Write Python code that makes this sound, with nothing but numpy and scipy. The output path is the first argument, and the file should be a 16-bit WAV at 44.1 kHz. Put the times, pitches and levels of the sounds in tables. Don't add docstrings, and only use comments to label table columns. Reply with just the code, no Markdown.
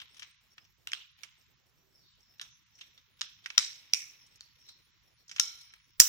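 import sys
import numpy as np
from scipy import signal
from scipy.fft import rfft, irfft
from scipy.io import wavfile
from scipy.ndimage import uniform_filter1d, map_coordinates

SR = 44100
rng = np.random.default_rng(int(sys.argv[2]) if len(sys.argv) > 2 else 0)


def linear_from_db(decibels):
    return 10 ** (np.asarray(decibels, float) / 20)


def int16_out(signal):
    q = np.round(np.clip(np.atleast_2d(signal).T, -1, 1) * 32767)
    wavfile.write(sys.argv[1], SR, q.astype(np.int16))


N = 268128


def unit(x):
    return x / np.sqrt(np.mean(x ** 2) + 1e-20)


def along(points, hz):
    f, v = np.transpose(points)
    return np.interp(np.log(hz + 1), np.log(f + 1), v)


def resonance(f, hz, width_hz):
    return 1j * f * width_hz / (hz ** 2 - f ** 2 + 1j * f * width_hz)


# (time [s], crack peak [dB], shell pitch [Hz], shell level [dB re crack], edge level [dB re
SNAPS = [
    (2.3956, -42.5, 3370, 13.5, -26),
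    (3.2098, -26.5, 3188, -0.5, -13.5),
    (3.2148, -22.5, 3298, 3, -34),
    (3.5788, -1.5, 3806, -6.5, -29.5),
    (5.397, -6.5, 3720, -6.5, -12.5),
         (0.8715, -32, 3100, 7.5, -5),
    (0.9321, -24, 2820, 5.5, -14.5),
    (5.9962, -25, 3180, 2, 6.5),
    (5.9996, -20.5, 2073, 13, -9),
]
LEAD_INS = [
    (.9172, -30, 2400, -2, -24),
    (3.5772, -24, 2300, 13, -20),
    (3.9332, -27, 2600, -8, -15),
    (5.3955, -26, 2300, 3, -15),
]


def snaps():
    hits = contacts(SNAPS + LEAD_INS, rise=0.0013, t60=0.0066, unlike=1.0, hollow_db=-11)
    return radiated(hits, room_db=-22.5)


# (time [s], crack peak [dB])
CHATTER = [
    (5.9996, 3),
    (6.0015, 0),
    (6.0042, -8.5),
    (6.0081, -4),
    (6.0119, -19.5),
    (6.0157, -15.5),
    (6.0185, -18),
]
# (shell pitch [Hz], shell level [dB re crack], edge level [dB re crack])
CHATTER_COLOUR = (7300, -4.5, -2)


def chatter():
    rows = [(*row, *CHATTER_COLOUR) for row in CHATTER]
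    hits = contacts(rows, rise=0.00029, t60=0.009, unlike=0.84, hollow_db=-17.5, air=3.1)
    return radiated(hits, room_db=-23)


TICKS = [
    (3.9356, -5.5, 2340, -5, -11),
    (4.408, -37.5, 4400, 6.5, -33.5),
]


def ticks():
    hits = contacts(TICKS, rise=0.00015, t60=0.0023, unlike=0.5, hollow_db=-18, width_hz=410)
    return radiated(hits, room_db=-22)


TAPS = [
    (.5798, -48, 2650, 9, -30),
    (3.4592, -32.5, 2270, 7, -17),
    (3.5018, -32.5, 2508, 2, -37),
    (5.7366, -50.5, 1700, 7, -7),
]


def taps():
    hits = contacts(TAPS, rise=0.00031, t60=0.025, unlike=0.91, hollow_db=-9.5)
    return radiated(hits, room_db=-27)


SCUFFS = [(0.0004, -46.5, 3040, 10.5, -51), (0.0154, -54.5, 3130, 18, -1), (0.1446, -52, 4020, -4, -9),
          (0.1945, -39.5, 2980, 1.5, -11), (0.2284, -40.5, 3170, 4.5, -22), (0.6494, -56, 2920, -3, -37),
          (1.2328, -38, 2320, 1.5, -8.5), (1.4112, -59, 2400, -7, -32), (2.2044, -59, 3770, -23, -10),
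          (2.4129, -32.5, 3270, 2.5, -12), (2.9766, -56.5, 3600, 8.5, -27), (4.3565, -51, 4020, -19.5, -6),
          (5.2934, -41, 3200, -2.5, -24), (5.3128, -33, 2360, -2.5, -20), (5.7994, -67, 2300, 10.5, -1.5),
          (0.221, -45.5, 2460, 12, -11),
    (2.383, -55, 3830, -11, -23),
    (5.28, -45.5, 4160, -24, -17),
    (5.362, -32.5, 2600, 0.5, -16),
    (5.382, -54, 2570, 22.5, -30.5),
    (5.979, -78, 3000, -11, -20.5),
]


def scuffs():
    hits = contacts(SCUFFS, rise=0.00017, t60=0.041, unlike=0.9, hollow_db=-12.5)
    return radiated(hits, room_db=-22)


RUBS = [(.165, -49.5, 3030, 3.5, -13), (2.75, -53.5, 4300, -18, -20.5), (2.785, -55, 2600, 4.5, -7),
        (2.808, -43, 3100, 6.5, -30), (3.19, -55.5, 3180, 3.5, -19), (3.438, -57, 3600, 8, -24),
        (3.92, -55, 3620, -11, -53), (4.262, -53.5, 4215, -20, -5), (4.685, -46.5, 4084, 4.5, -9.5),
        (5.608, -48.5, 4040, 2.5, -6)]


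def rubs():
    hits = contacts(RUBS, rise=0.006, t60=0.03, unlike=1.0, hollow_db=-17.5)
    return radiated(hits, room_db=-21)


def contacts(rows, rise, t60, unlike, hollow_db, width_hz=1000, air=0.47, size=2048):
    s, db, shell_hz, shell_db, edge_db = np.transpose(rows)[:, :, None, None]
    t, f = np.arange(size) / SR, np.fft.rfftfreq(size, 1 / SR)
    chance = rng.standard_normal((len(rows), 4, 3, size))
    force = (1 - np.exp(-t / rise)) ** 2 * linear_from_db(-60 * t / t60)
    bursts = rfft((chance[:, :, :1] + unlike * chance[:, :, 1:]) * force)
    bay_db = hollow_db + 0.86 * shell_db - 0.12 * db
    crack = resonance(f, 5667, 1700) ** 2
    shell = resonance(f, shell_hz, width_hz) * resonance(f, shell_hz, 3500)
    bay = resonance(f, 1400, 1100) ** 2
    edge = resonance(f, 11000, 12000) ** 2 * (resonance(f, 9000, 3000) - air * resonance(f, 14900, 1700))
    body = resonance(f, 3500, 6800) ** 2
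    direct, power = 0, 0
    for k, (level, shape) in enumerate([(0, crack), (shell_db, shell), (bay_db, bay), (edge_db, edge)]):
        wave = irfft(bursts[:, k] * shape * body, size)
        wave = linear_from_db(db + level) * wave / np.abs(wave).max(axis=(1, 2), keepdims=True)
        direct = direct + wave
        energy = np.mean(np.sum(wave ** 2, axis=2), axis=1)[:, None, None]
        gain = np.abs(shape) ** 2
        power = power + gain * energy / np.mean(gain, axis=-1, keepdims=True)
    return s.ravel(), direct, np.sqrt(power)


# (time [s], left minus right [dB])
PLACE = [(.2, 3.5), (.9, -2.5), (1.2, -12), (2.4, -2), (2.8, -2.5), (3.2, -3), (3.5, -3.5), (3.58, 4.5),
         (3.93, -6), (4.4, -0.5), (4.7, -2.5), (5.35, -2), (5.4, 3.5), (6, -4)]


def radiated(hits, room_db):
    out = np.zeros((2, N + SR))
    s, direct, spectra = hits
    for start, near, far in zip(s, walls(direct), room(spectra, room_db, size=SR // 2)):
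        lean_db = np.interp(start, *np.transpose(PLACE)) * np.array([[0.5], [-0.5]])
        here = out[:, round(start * SR):]
        here[:, :near.shape[1]] += near * linear_from_db(lean_db)
        here[:, :far.shape[1]] += far * linear_from_db([[-1.5], [1.5]])
    return out


# (delay [s], level [dB])
WALLS = [
    (.0022, -16.5),
    (.0095, -17),
    (.016, -20),
    (0.026, -33),
]


def walls(direct):
    out = direct
    for delay, db in WALLS:
        gain = linear_from_db(db + 2 * rng.standard_normal((len(direct), 2, 1)))
        out = out + np.roll(direct, round(delay * SR), axis=2) * gain
    return out


# (frequency [Hz], t60 [s])
ROOM = [(700, 0.24), (2500, 0.5), (6000, 0.45), (9000, .34), (13000, 0.67)]
# (frequency [Hz], level [dB])
ROOM_COLOUR = [(500, 4), (1500, -8), (2500, -7.5), (3100, -6.5), (3900, -4), (4700, -9.5), (5600, -4.5),
               (6500, -10), (8000, -5.5), (11000, -15), (15000, -8)]


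def room(spectra, room_db, size):
    hz, t, z = signal.stft(rng.standard_normal((len(spectra), 2, size)), SR, nperseg=256)
    bands = unit(uniform_filter1d(rng.standard_normal((len(spectra), 1, len(hz), 1)), size=3, axis=2))
    lumps = uniform_filter1d(rng.standard_normal(z[:, :1].shape), size=12, axis=2)
    lumps = unit(uniform_filter1d(lumps, size=2, axis=3))
    low_cut = 1 + (800 / (hz[:, None] + 1)) ** 4
    colour = spectra[..., ::8, None] * linear_from_db(along(ROOM_COLOUR, hz) - 12)[:, None] / low_cut
    decay = linear_from_db(-60 * t / along(ROOM, hz)[:, None])
    z = z * colour * linear_from_db(2.2 * bands + 2.5 * lumps) * decay
    tail = signal.istft(z, SR, nperseg=256)[1][..., :size]
    return linear_from_db(room_db) * tail * (1 - np.exp(-np.arange(size) / SR / 0.001))


def handling():
    out = snaps() + chatter() + ticks() + taps() + scuffs() + rubs()
    right_lag = 7
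    return np.array([out[0, :N], np.pad(out[1], (right_lag, 0))[:N]])


# (time [s], frequency [Hz], level [dB], t60 [s])
LID_RING = [
    (1.831, 385, -76.5, 1),
    (5.395, 1372, -37.5, 0.1),
    (5.739, 1690, -55, .04),
    (5.996, 69.5, -41, 0.15),
    (5.999, 222, -48, 0.06),
    (6, 323, -47, 0.062),
]


def lid_ring():
    t = np.arange(N) / SR
    out = np.zeros(N)
    for s, hz, db, t60 in LID_RING:
        decay = linear_from_db(db - 60 * np.abs(t - s) / t60)
        out += decay * np.sin(2 * np.pi * hz * (t - s)) * (t > s)
    return out * linear_from_db([[-10], [3]])


# (time [s], length [s], level [dB], frequency [Hz])
LID_PANELS = [
    (5.401, .22, -62, 1370),
    (5.401, .16, -57, 2250),
    (5.401, .2, -55, 3100),
    (5.401, .24, -55, 4050),
]


def lid_panels():
    return swells(LID_PANELS, width_hz=150, rise=0.068)


# (time [s], length [s], level [dB], frequency [Hz])
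STROKES = [(1.946, 0.24, -73.5, 5580), (1.993, 0.22, -69.5, 4450), (2.017, 0.22, -70.5, 3730),
           (2.083, 0.18, -76, 3030), (2.215, 0.26, -74, 5380), (2.5, 0.1, -65.5, 6100),
           (2.714, 0.25, -65.5, 5720), (4.19, .09, -60, 5440), (4.3, 0.089, -69, 5400),
           (4.579, 0.24, -63, 5510), (4.64, 0.19, -63.5, 4040), (5.16, 0.11, -72.5, 5550),
           (5.167, 0.1, -72, 4330), (5.57, 0.2, -59.5, 5370)]


def squeaks():
    return swells(STROKES, width_hz=430, rise=0.3)


def swells(rows, width_hz, rise, size=16384):
    out, f = np.zeros((2, N + size)), np.fft.rfftfreq(size, 1 / SR)
    for s, length, db, hz in rows:
        noise = rfft(rng.standard_normal((2, size)))
        hiss = unit(irfft(noise * resonance(f, hz, width_hz) ** 2, size))
        swell = np.interp(np.arange(size) / SR / length, [0, rise, 0.7, 1], [0.22, 1, 0.46, 0.13])
        out[:, round(s * SR):][:, :size] += linear_from_db(db) * swell * hiss
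    return out[:, :N]


# (time [s], level [dB])
FINGERS = [(0.0, -51), (0.3, -58.5), (0.44, -63), (0.9, -77.5), (1.03, -81), (1.22, -52.5), (1.49, -64),
           (1.8, -82), (2.18, -67.5), (2.5, -64), (3.03, -63), (3.35, -61.5), (3.55, -48), (3.8, -52),
           (4.44, -59), (5.25, -66.5), (5.45, -49), (6.08, -69.5)]
# (frequency [Hz], level [dB per Hz])
SKIN = [(530, -53), (900, -15.5), (1360, -17), (1490, -17.5), (1980, -9.5), (3750, -8), (5000, -18.5),
        (6500, -38.5), (11000, -120)]
# (frequency [Hz], level [dB per Hz])
PORT = [(4300, -29), (5100, -4.5), (5600, 2.5), (6200, -15), (7500, -16)]


def fingers():
    rub_db = np.interp(np.arange(N) / SR, *np.transpose(FINGERS))
    grain_db = map_coordinates(rng.standard_normal(N // 150 + 4), [np.arange(N) / 150], order=3)
    grain = linear_from_db(2.8 * grain_db)
    rub = linear_from_db(rub_db - 11.0) * unit(grain * rush(SKIN, [(1000, 0.1)], patchy_db=0.5))
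    hiss = unit(grain * rush(PORT, [(1000, 0.28)], patchy_db=-8))
    return rub + linear_from_db(-74.5 + 0.4 * (rub_db + 64)) * hiss


def rush(spectrum, alike, patchy_db):
    z = signal.stft(rng.standard_normal((2, N + 512)), nperseg=512)[2]
    field = uniform_filter1d(rng.standard_normal(z.shape[1:]), size=6, axis=0)
    field = uniform_filter1d(field, size=12, axis=1)
    pair = rfft(signal.istft(z * linear_from_db(patchy_db * unit(field)), nperseg=512)[1][:, :N])
    hz = np.fft.rfftfreq(N, 1 / SR)
    turn = np.arccos(np.clip(along(alike, hz), -1, 1)) / 2
    mid, side = irfft(pair * linear_from_db(along(spectrum, hz)) * [np.cos(turn), np.sin(turn)], N)
    return unit(np.array([mid + side, mid - side]))


# (frequency [Hz], level [dB per Hz])
FLOOR = [(30, -13.5), (50, -5.5), (75, -7), (130, -5.5), (200, -15.5), (310, -16), (800, -22),
         (1900, -20.5), (4600, -23.5), (5600, -26), (7000, -27), (10000, -40), (15000, -23.5), (16300, -35)]
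# (frequency [Hz], coherence [0-1])
FLOOR_ALIKE = [(60, 0.13), (300, 0.1), (700, 0.24)]


def floor():
    return linear_from_db(-71.5) * rush(FLOOR, FLOOR_ALIKE, patchy_db=1.0) * linear_from_db([[-1.5], [1.5]])


def scene():
    return handling() + lid_ring() + fingers() + squeaks() + lid_panels() + floor()


# (frequency [Hz], threshold [dB])
MUTE = [(150, -120), (260, -98), (800, -101.5), (1100, -120), (6500, -120), (8000, -104), (11000, -108),
        (14000, -103), (16000, -110)]


def muted(x):
    hz, t, z = signal.stft(x, SR, nperseg=2048)
    power = np.mean(np.abs(z) ** 2, axis=0)
    low = hz[:, None] < 3000
    smooth = np.where(low, uniform_filter1d(power, size=7, axis=0), uniform_filter1d(power, size=10, axis=0))
    level = np.sqrt(np.abs(smooth) + 1e-20)
    loud_db = 10 * np.log10(power[(hz > 1500) & (hz < 6500)].mean(axis=0) + 1e-20)

    def held(fade):
        return np.maximum.accumulate(loud_db + fade * t) - fade * t

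    strain = np.clip(1.53 * (held(92) + 97.5), -4, np.where(low, 5, 1))
    ease = np.clip(held(54) + 63, 0, np.where(low, 11, 6))
    rising = np.clip(loud_db - np.r_[[-100] * 3, loud_db[:-3]], 0, 15)
    waver = unit(uniform_filter1d(rng.standard_normal(len(t)), size=2))
    threshold_db = along(MUTE, hz)[:, None] + strain - ease - rising + 4.7 * waver
    keep = 1 / (1 + (linear_from_db(threshold_db) / level) ** 12)
    passband = ((hz > 35) & (hz < 16450))[:, None]
    return signal.istft(z * keep * passband, SR, nperseg=2048)[1][:, :N]


def top_cut(x):
    return signal.sosfilt(signal.butter(12, 16480, fs=SR, output="sos"), x)


def record(dry):
    clipped = dry / (1 + np.abs(dry / 1.05) ** 6) ** (1 / 6)
    return top_cut(muted(clipped))


dry = scene()
out = record(dry)
int16_out(out)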